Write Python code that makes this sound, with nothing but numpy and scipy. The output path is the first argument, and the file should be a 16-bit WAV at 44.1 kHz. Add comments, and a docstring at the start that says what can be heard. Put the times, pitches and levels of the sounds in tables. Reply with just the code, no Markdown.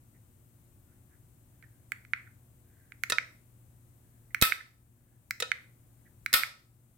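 """Low rumble, mains hum and hiss come first, then the creaks of a glove close to a stereo microphone.
A gloved thumb clicks the buttons of a small remote over a workbench: dome ticks and case knocks.
A relay in an open plastic box answers and switches a solenoid valve, both made of ringing modes and noise:
it shuts with a dry clack and opens with a clack and a short spit of compressed air, shaped noise.
A small room rings after all but the background, the bench echo and the puff on the microphone."""
import sys
import numpy as np
from scipy import signal
from scipy.fft import rfft, irfft, next_fast_len
from scipy.io import wavfile
from scipy.ndimage import uniform_filter1d, map_coordinates

SR = 44100
rng = np.random.default_rng(int(sys.argv[2]) if len(sys.argv) > 2 else 0)


def master(y):
    """Save y as 16-bit WAV."""
    cut = np.clip(np.atleast_2d(y).T, -1, 1)
    pcm = np.round(cut * 32767)  # scale
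    wavfile.write(sys.argv[1], SR, pcm.astype(np.int16))


N = 307773

# the remote's hollow plastic case: (frequency [Hz], relative level [dB])
CASE_SPECTRUM = [(200, -35.5), (600, -43.5), (950, -29.5), (1180, -15), (1350, -6), (1750, -1.5),
                 (1870, -2.5), (2000, 3), (2200, 2), (2450, -3.5), (2750, -16), (4000, -27), (7000, -44.5),
                 (16000, -52.5)]
# steel on steel: (frequency [Hz], relative level [dB])
STEEL_SPECTRUM = [(300, -14.5), (900, -10.5), (1600, 1.5), (4000, 2.5), (6000, -2), (9000, -7),
                  (11000, -12), (13000, -15), (16000, -23)]
# the valve body and the box it is bolted to: (frequency [Hz], relative level [dB], 60 dB decay [s])
VALVE_BOX_MODES = [(458, -10, .042), (505, -10, 0.05), (620, -17, 0.048), (980.7, -20.5, 0.093),
                   (1305, -7, 0.14), (1447, -10.5, 0.097), (1630, -7, 0.015), (1823, -6, .07),
                   (2125, -11, .03), (2533, -7, 0.08), (2696, -12, 0.036), (3760, 3, 0.033),
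                   (3610, 1.5, 0.0085), (4270, -11.5, 0.0081), (4880, -21.5, 0.16), (5860, -5, 0.03)]
# the thumb slides onto a button, pushes it down and lets it spring back: (down [s], up [s],
# relative case knock [dB], tick down [dB], tick up [dB], slide [dB])
BUTTON_PRESSES = [(1.9199, 2.135, -13, -39.5, -49, -87), (3.0362, 3.1841, -10, -33, -38, -81.5),
                  (4.3465, 4.522, -8, -35, -36, -91.5), (5.3089, 5.5172, -10.5, -30, -34, -89),
                  (6.2617, 6.4345, -11, -35.5, -38.5, -92)]
# the relay pulls in and the valve opens: (time [s], relative force [dB], relative puff on the microphone [dB])
VALVE_OPENINGS = [(4.4141, -19.5, -5.5), (6.3296, -19, -20)]
# the relay drops out and the valve shuts: (time [s], relative force [dB])
VALVE_SHUTTINGS = [(3.0992, -20), (5.4013, -21)]
# the plunger lands after the relay: the coil pulls it fast, the spring returns it slowly
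OPEN_TRAVEL_S, SHUT_TRAVEL_S = 0.0081, 0.0218


def amp(db):
    """Decibels to gain."""
    return 10 ** (np.asarray(db) / 20)


def unit(x):
    """Scaled to rms 1."""
    return x / np.sqrt(np.mean(x ** 2) + 1e-20)


def along(points, hz):
    """(frequency [Hz], value) points read on a log frequency axis."""
    f, v = np.transpose(points)
    return np.interp(np.log(hz + 1), np.log(f + 1), v)


def pan(db):
    """Left and right gains for a left-right difference."""
    return amp([[db / 2], [-db / 2]])


def clock():
    """Half a second of time, the life of one event."""
    return np.arange(SR // 2) / SR


def wander(t, rate):
    """Smooth random values at times t, drawn at this many new points a second."""
    points = rng.standard_normal(int(t[-1] * rate) + 4)
    return map_coordinates(points, [t * rate])


def add(track, s, x):
    """Mix x into the track at s seconds."""
    part = track[:, round(s * SR):][:, :x.shape[-1]]
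    part += x[..., :part.shape[1]]


def filtered(x, response):
    """x times a complex response of frequency."""
    n = x.shape[-1]
    m = 2 * next_fast_len(n // 2 + SR // 8)  # room for the filter's tail
    return irfft(rfft(x, m) * response(np.fft.rfftfreq(m, 1 / SR)), m)[..., :n]


def coloured(x, spectrum):
    """x through the causal, minimum-phase filter that has this spectrum."""
    def response(hz):
        # folding the cepstrum onto positive times makes the filter causal
        cepstrum = irfft(np.log(amp(along(spectrum, hz))))
        cepstrum[1:len(hz) - 1] *= 2
        cepstrum[len(hz):] = 0
        return np.exp(rfft(cepstrum))
    return filtered(x, response)


def tilted(x, slope_db):
    """x made brighter or duller, approaching this many dB per octave above 1 kHz."""
    return filtered(x, lambda hz: amp(slope_db * np.log2(1 + hz / 1000)))


def burst(t60, alike):
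    """Stereo noise that dies away; part of it is common to both sides."""
    noise = rng.standard_normal((3, SR // 2))
    share = np.clip(alike, 0, 1)
    stereo = np.sqrt(share) * noise[0] + np.sqrt(1 - share) * noise[1:]
    return stereo * amp(-60 * clock() / t60)


def sized(x, db):
    """A click whose energy equals 4 ms at this rms level."""
    energy = np.sum(np.mean(x ** 2, axis=0))
    return amp(db) * x / np.sqrt(energy / (.004 * SR))


def ring(modes, apart):
    """Struck modes at slightly new strengths; the two ports hear each one a little out of phase."""
    t, out = clock(), 0
    for hz, db, t60 in modes:
        phase = rng.uniform(0, 2 * np.pi) + apart * rng.standard_normal((2, 1))
        level = amp(db + rng.standard_normal() - 60 * t / t60)
        out = out + level * np.sin(2 * np.pi * hz * t + phase)
    return out * (1 - np.exp(-t / 0.00026))


def in_room(x, wet_db, early_db):
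    """x with early reflections from bench and box, then the room's tail, both as decaying noise."""
    # how long the room rings: (frequency [Hz], 60 dB decay [s])
    room_decay = [(150, 0.13), (600, 0.53), (1500, 0.34), (3500, .35), (4900, 0.39), (6500, 0.4),
                  (15000, 0.19)]
    hz, t, z = signal.stft(rng.standard_normal((2, SR // 2)), SR, nperseg=256)
    decay = amp(-60 * t / along(room_decay, hz)[:, None])
    tail = signal.istft(z * decay, SR, nperseg=256)[1][:, :SR // 2]
    tail = tail * (1 - np.exp(-clock() / 0.0075))  # builds up more slowly than the early reflections
    early = burst(t60=0.032, alike=0.18) * (1 - np.exp(-clock() / 0.0015))
    answer = amp(wet_db) * tail / np.linalg.norm(tail[0])
    answer = answer + amp(early_db) * early / np.linalg.norm(early[0])
    return x + signal.fftconvolve(x.mean(0)[None], answer, axes=1)[:, :x.shape[1]]


def background():
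    """Low room rumble and microphone hiss as shaped noise; a slightly unsteady hum as drifting sines."""
    # rumble and hiss: (frequency [Hz], relative density [dB per Hz])
    floor_spectrum = [(12, -47), (20, -15), (110, -2), (168, -12), (357, -20.5), (422, -24.5), (590, -25),
                      (759, -27.5), (5080, -41.5), (8410, -30), (12100, -33.5), (13900, -28), (16000, -36)]
    # how far the two ports agree: (frequency [Hz], left-right likeness [-1 to 1])
    floor_likeness = [(60, 0.84), (240, 0.83), (950, 0.015), (3770, -0.36), (15000, -0.02)]
    # the left port hisses more: (frequency [Hz], left-right difference [dB])
    port_balance = [(100, 2.5), (2000, -1), (4400, 0.5), (8100, 12), (15000, 13)]
    # hum: (frequency [Hz], relative level [dB])
    hum_tones = [(118.4, -60), (236.9, -72), (290.7, -75), (349.9, -76.5)]

    def mid_side(hz):
        turn = np.arccos(np.clip(along(floor_likeness, hz), 0, 1)) / 2  # likeness below 0 counts as 0
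        return amp(along(floor_spectrum, hz)) * [np.cos(turn), np.sin(turn)]

    def balance(hz):
        lean = np.arctan(amp(along(port_balance, hz)))
        return np.sqrt(2) * np.array([np.sin(lean), np.cos(lean)])

    mid, side = filtered(rng.standard_normal((2, N)), mid_side)
    noise = amp(-61.0) * unit(np.array([mid + side, mid - side]))
    t, hum = np.arange(N) / SR, 0
    for hz, db in hum_tones:
        level = amp(db - 2 + 2 * wander(t, rate=4.2))
        hum = hum + level * np.sin(2 * np.pi * hz * t + 0.42 * wander(t, rate=2))
    return filtered(noise + hum, balance)


def rubs():
    """The creaks and the slide before each press: (time [s], level [dB], length [s], pitch [Hz])."""
    # the glove creaks on the remote's case: (time [s], level [dB], length [s], pitch [Hz])
    creaks = [(.129, -80.5, .053, 1930), (.847, -85, .15, 1350), (1.091, -78.5, .089, 1580),
              (1.624, -63, 0.026, 1700), (2.263, -61, 0.018, 1520), (4.302, -69, .016, 2050),
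              (4.601, -44.5, 0.012, 1746), (6.046, -72, 0.04, 1750)]
    lead_s, slide_s, slide_hz = .4, 0.37, 1620  # the slide's start before the press, length, pitch
    return creaks + [(down - lead_s, db, slide_s, slide_hz) for down, *_, db in BUTTON_PRESSES]


def glove():
    """Rubber slips in tiny grains that sound through the remote's case."""
    out, t = np.zeros((2, N)), clock()
    for s, db, length, pitch_hz in rubs():
        grains = rng.standard_normal(len(t)) * amp(2.5 * wander(t, rate=250))
        slips = grains * np.sin(np.pi * np.minimum(t / length, 1))
        # a resonance at the pitch, and some scrape above 3 kHz
        creak = filtered(slips, lambda hz: 1 / (1 + 1j * (hz - pitch_hz) / 110) + .18 * (hz > 3000))
        rub = unit(coloured(creak, CASE_SPECTRUM)) * np.sqrt(length / t[-1])  # rms 1 over its length
        add(out, s, in_room(amp(db) * rub * pan(db=-12), wet_db=-10, early_db=-8.5))
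    return out


def snaps():
    """Every movement of a button: (time [s], knock [dB], tick [dB], tick brightness [dB per octave])."""
    # the button rocks under the thumb: (time [s], relative case knock [dB])
    rocks = [(1.626, -40), (2.0502, -36), (2.921, -29)]
    press_slope_db = 1  # going down, the dome ticks brightly
    release_knock_db, release_slope_db = 6.5, -12.5  # springing back, it knocks harder and ticks duller
    rock_tick_db, rock_slope_db = -30, -5.5  # a rocking tick, set against its knock
    downs = [(s, knock, tick, press_slope_db) for s, _, knock, tick, _, _ in BUTTON_PRESSES]
    ups = [(s, knock + release_knock_db, tick, release_slope_db)
           for _, s, knock, _, tick, _ in BUTTON_PRESSES]
    return downs + ups + [(s, knock, knock + rock_tick_db, rock_slope_db) for s, knock in rocks]


def remote():
    """The dome ticks and knocks the hollow case, which the hand damps within a few cycles."""
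    # the steel dome under a button: (frequency [Hz], relative level [dB])
    dome_spectrum = [(800, -38.5), (2500, -15.5), (4000, -1), (7000, -5.5), (10000, -7.5), (14000, -4),
                     (16000, -5.5)]
    bench_echo_s, bench_echo_db = .00132, -9  # the bench top throws the knock back
    out = np.zeros((2, N))
    knock = coloured(signal.unit_impulse(SR // 2), CASE_SPECTRUM)
    knock = knock / np.abs(knock).max()
    # nearer to the right port: one sample earlier there, and louder
    knock = np.array([np.roll(knock, 1), knock]) * pan(db=-9.5) * amp(-7.0)
    for s, knock_db, tick_db, slope_db in snaps():
        tick = coloured(burst(t60=0.0058, alike=0.18), dome_spectrum)
        tick = sized(tilted(tick, slope_db), tick_db)
        add(out, s, in_room(amp(knock_db) * knock + tick, wet_db=-13.5, early_db=-11.5))
        add(out, s + bench_echo_s, amp(knock_db + bench_echo_db) * knock)
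    return out


def relay_blows():
    """The relay starts every switching: (time [s], level [dB], brightness [dB per octave])."""
    in_db, out_db = -3.5, -7  # set against the plunger
    in_slope_db, out_slope_db = 2, 1.24
    # dropping out, the armature bounces once, weaker and duller
    bounce_s, bounce_db, bounce_slope_db = .0026, -1, -4.5
    pulls = [(s, db + in_db, in_slope_db) for s, db, _ in VALVE_OPENINGS]
    drops = [(s, db + out_db, out_slope_db) for s, db in VALVE_SHUTTINGS]
    bounces = [(s + bounce_s, db + bounce_db, slope + bounce_slope_db) for s, db, slope in drops]
    return pulls + drops + bounces


def relay():
    """The armature lands, rings its modes and chatters; pulling in is brighter than dropping out."""
    # the relay's modes: (frequency [Hz], relative level [dB], 60 dB decay [s])
    relay_modes = [(450, -10, .03), (1280, -9, .018), (1800, -4, .022), (2080, -3, .018), (2630, -1, .014),
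                   (3900, 3, .012), (4350, -3, .011), (5250, 1, .012), (5900, -7, .012), (7450, -2, .01),
                   (8200, 0, .01), (10900, -6, .009)]
    out = np.zeros((2, N))
    for s, db, slope_db in relay_blows():
        chatter = coloured(burst(t60=0.026, alike=0.25), STEEL_SPECTRUM)
        chatter = sized(tilted(chatter, slope_db=9.5), db=-2.0)
        ringing = sized(ring(relay_modes, apart=0.75), db=-1.5)
        click = sized(tilted(ringing + chatter, slope_db), db)
        add(out, s, in_room(click * pan(db=-4.0), wet_db=-12.0, early_db=-5.5))
    return out


def plunger_blows():
    """The plunger reaches its stop or its seat: (time [s], level [dB], brightness [dB per octave])."""
    open_slope_db, shut_slope_db = 4, -2
    stops = [(s + OPEN_TRAVEL_S, db, open_slope_db) for s, db, _ in VALVE_OPENINGS]
    return stops + [(s + SHUT_TRAVEL_S, db, shut_slope_db) for s, db in VALVE_SHUTTINGS]


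def valve():
    """The plunger strikes and rattles briefly; valve body and box ring in their modes."""
    out = np.zeros((2, N))
    for s, db, slope_db in plunger_blows():
        bounces = burst(t60=.026, alike=.25) * (1 - np.exp(-clock() / .0006))
        rattle = sized(coloured(bounces, STEEL_SPECTRUM), db=-1.5)
        body = sized(ring(VALVE_BOX_MODES, apart=0.72), db=-0.5) * pan(db=-2.5)
        clack = sized(tilted(body + rattle, slope_db), db)
        add(out, s, in_room(clack, wet_db=-10.5, early_db=-8.5))
    return out


def air():
    """Pressure bursts out and drains: a sputtering hiss that rings the box, and a puff on the microphone."""
    # the air jet: (frequency [Hz], relative density [dB per Hz])
    jet_spectrum = [(100, -12.5), (400, -11), (800, -9), (1300, -1), (2400, 4.5), (3200, -2), (3800, 3.5),
                    (4900, 2.5), (6400, -12), (8200, -2), (11000, -4.5), (12800, 4.5), (14000, -2),
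                    (16000, -7)]
    # (frequency [Hz], relative level [dB])
    box_spectrum = [(500, -22), (1000, -2.0), (2500, 0), (4000, -7.5)]
    eddy_spectrum = [(20, -15.0), (100, 0), (300, -2.5), (1000, -10), (8000, -72.0)]
    air_db = -8.5  # the same pressure escapes at every opening
    out, t = np.zeros((2, N)), clock()
    for relay_s, _, push_db in VALVE_OPENINGS:
        s = relay_s + OPEN_TRAVEL_S
        blast = (1 + 2.6 * np.exp(-(t / .0045) ** 2)) * (1 - np.exp(-t / .0007))
        sputter = amp(1.5 * wander(t, rate=350))
        flow = burst(t60=.28, alike=.1) * blast * sputter

        jet = sized(coloured(flow, jet_spectrum), db=-2.0) * pan(db=1.4)
        # the jet dulls as the pressure falls: its treble fades after 60 ms
        fizz = filtered(jet, lambda hz: 1 - 1 / (1 + (hz / 6000) ** 6))
        jet = jet - fizz * (1 - amp(-80 * np.maximum(t - .06, 0)))

        damped = ring(VALVE_BOX_MODES, apart=0.54) * amp(-250 * t)  # the rushing air shortens the ring
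        box = signal.fftconvolve(flow, damped, axes=1)[:, :len(t)]
        box = sized(coloured(box, box_spectrum), db=-7.5) * pan(db=-5.0)
        add(out, s, in_room(amp(air_db) * (jet + box), wet_db=-5.5, early_db=-16))

        u = t / .0015
        puff = (1 - u / 2) * u * np.exp(1 - u)  # a push, then a slower suction
        eddies = sized(coloured(burst(t60=0.039, alike=0.55), eddy_spectrum), db=-20.5)
        gust = amp(push_db) * (0.92 * puff + eddies)
        add(out, s + 0.00086, gust * amp([[-22], [0]]))  # it hits the right port
    return out


def scene():
    """Everything on and around the bench, in stereo."""
    return background() + glove() + remote() + relay() + valve() + air()


def record(dry):
    """Gain control backs off just after a loud sound and recovers slowly; then the band limit."""
    power = np.abs(uniform_filter1d(np.mean(dry ** 2, axis=0), size=1024))
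    excess_db = .5 * np.maximum(10 * np.log10(power + 1e-12) + 26, 0)  # half of what exceeds -26 dB
    recovery_db = 3.2 * np.arange(N) / SR  # 3.2 dB per second
    duck_db = np.maximum.accumulate(excess_db + recovery_db) - recovery_db
    attack = np.exp(-1 / (.06 * SR))  # 60 ms smoothing
    duck_db = signal.lfilter([1 - attack], [1, -attack], duck_db)
    return filtered(dry * amp(-duck_db), lambda hz: hz < 16250)


dry = scene()
out = record(dry)
master(out)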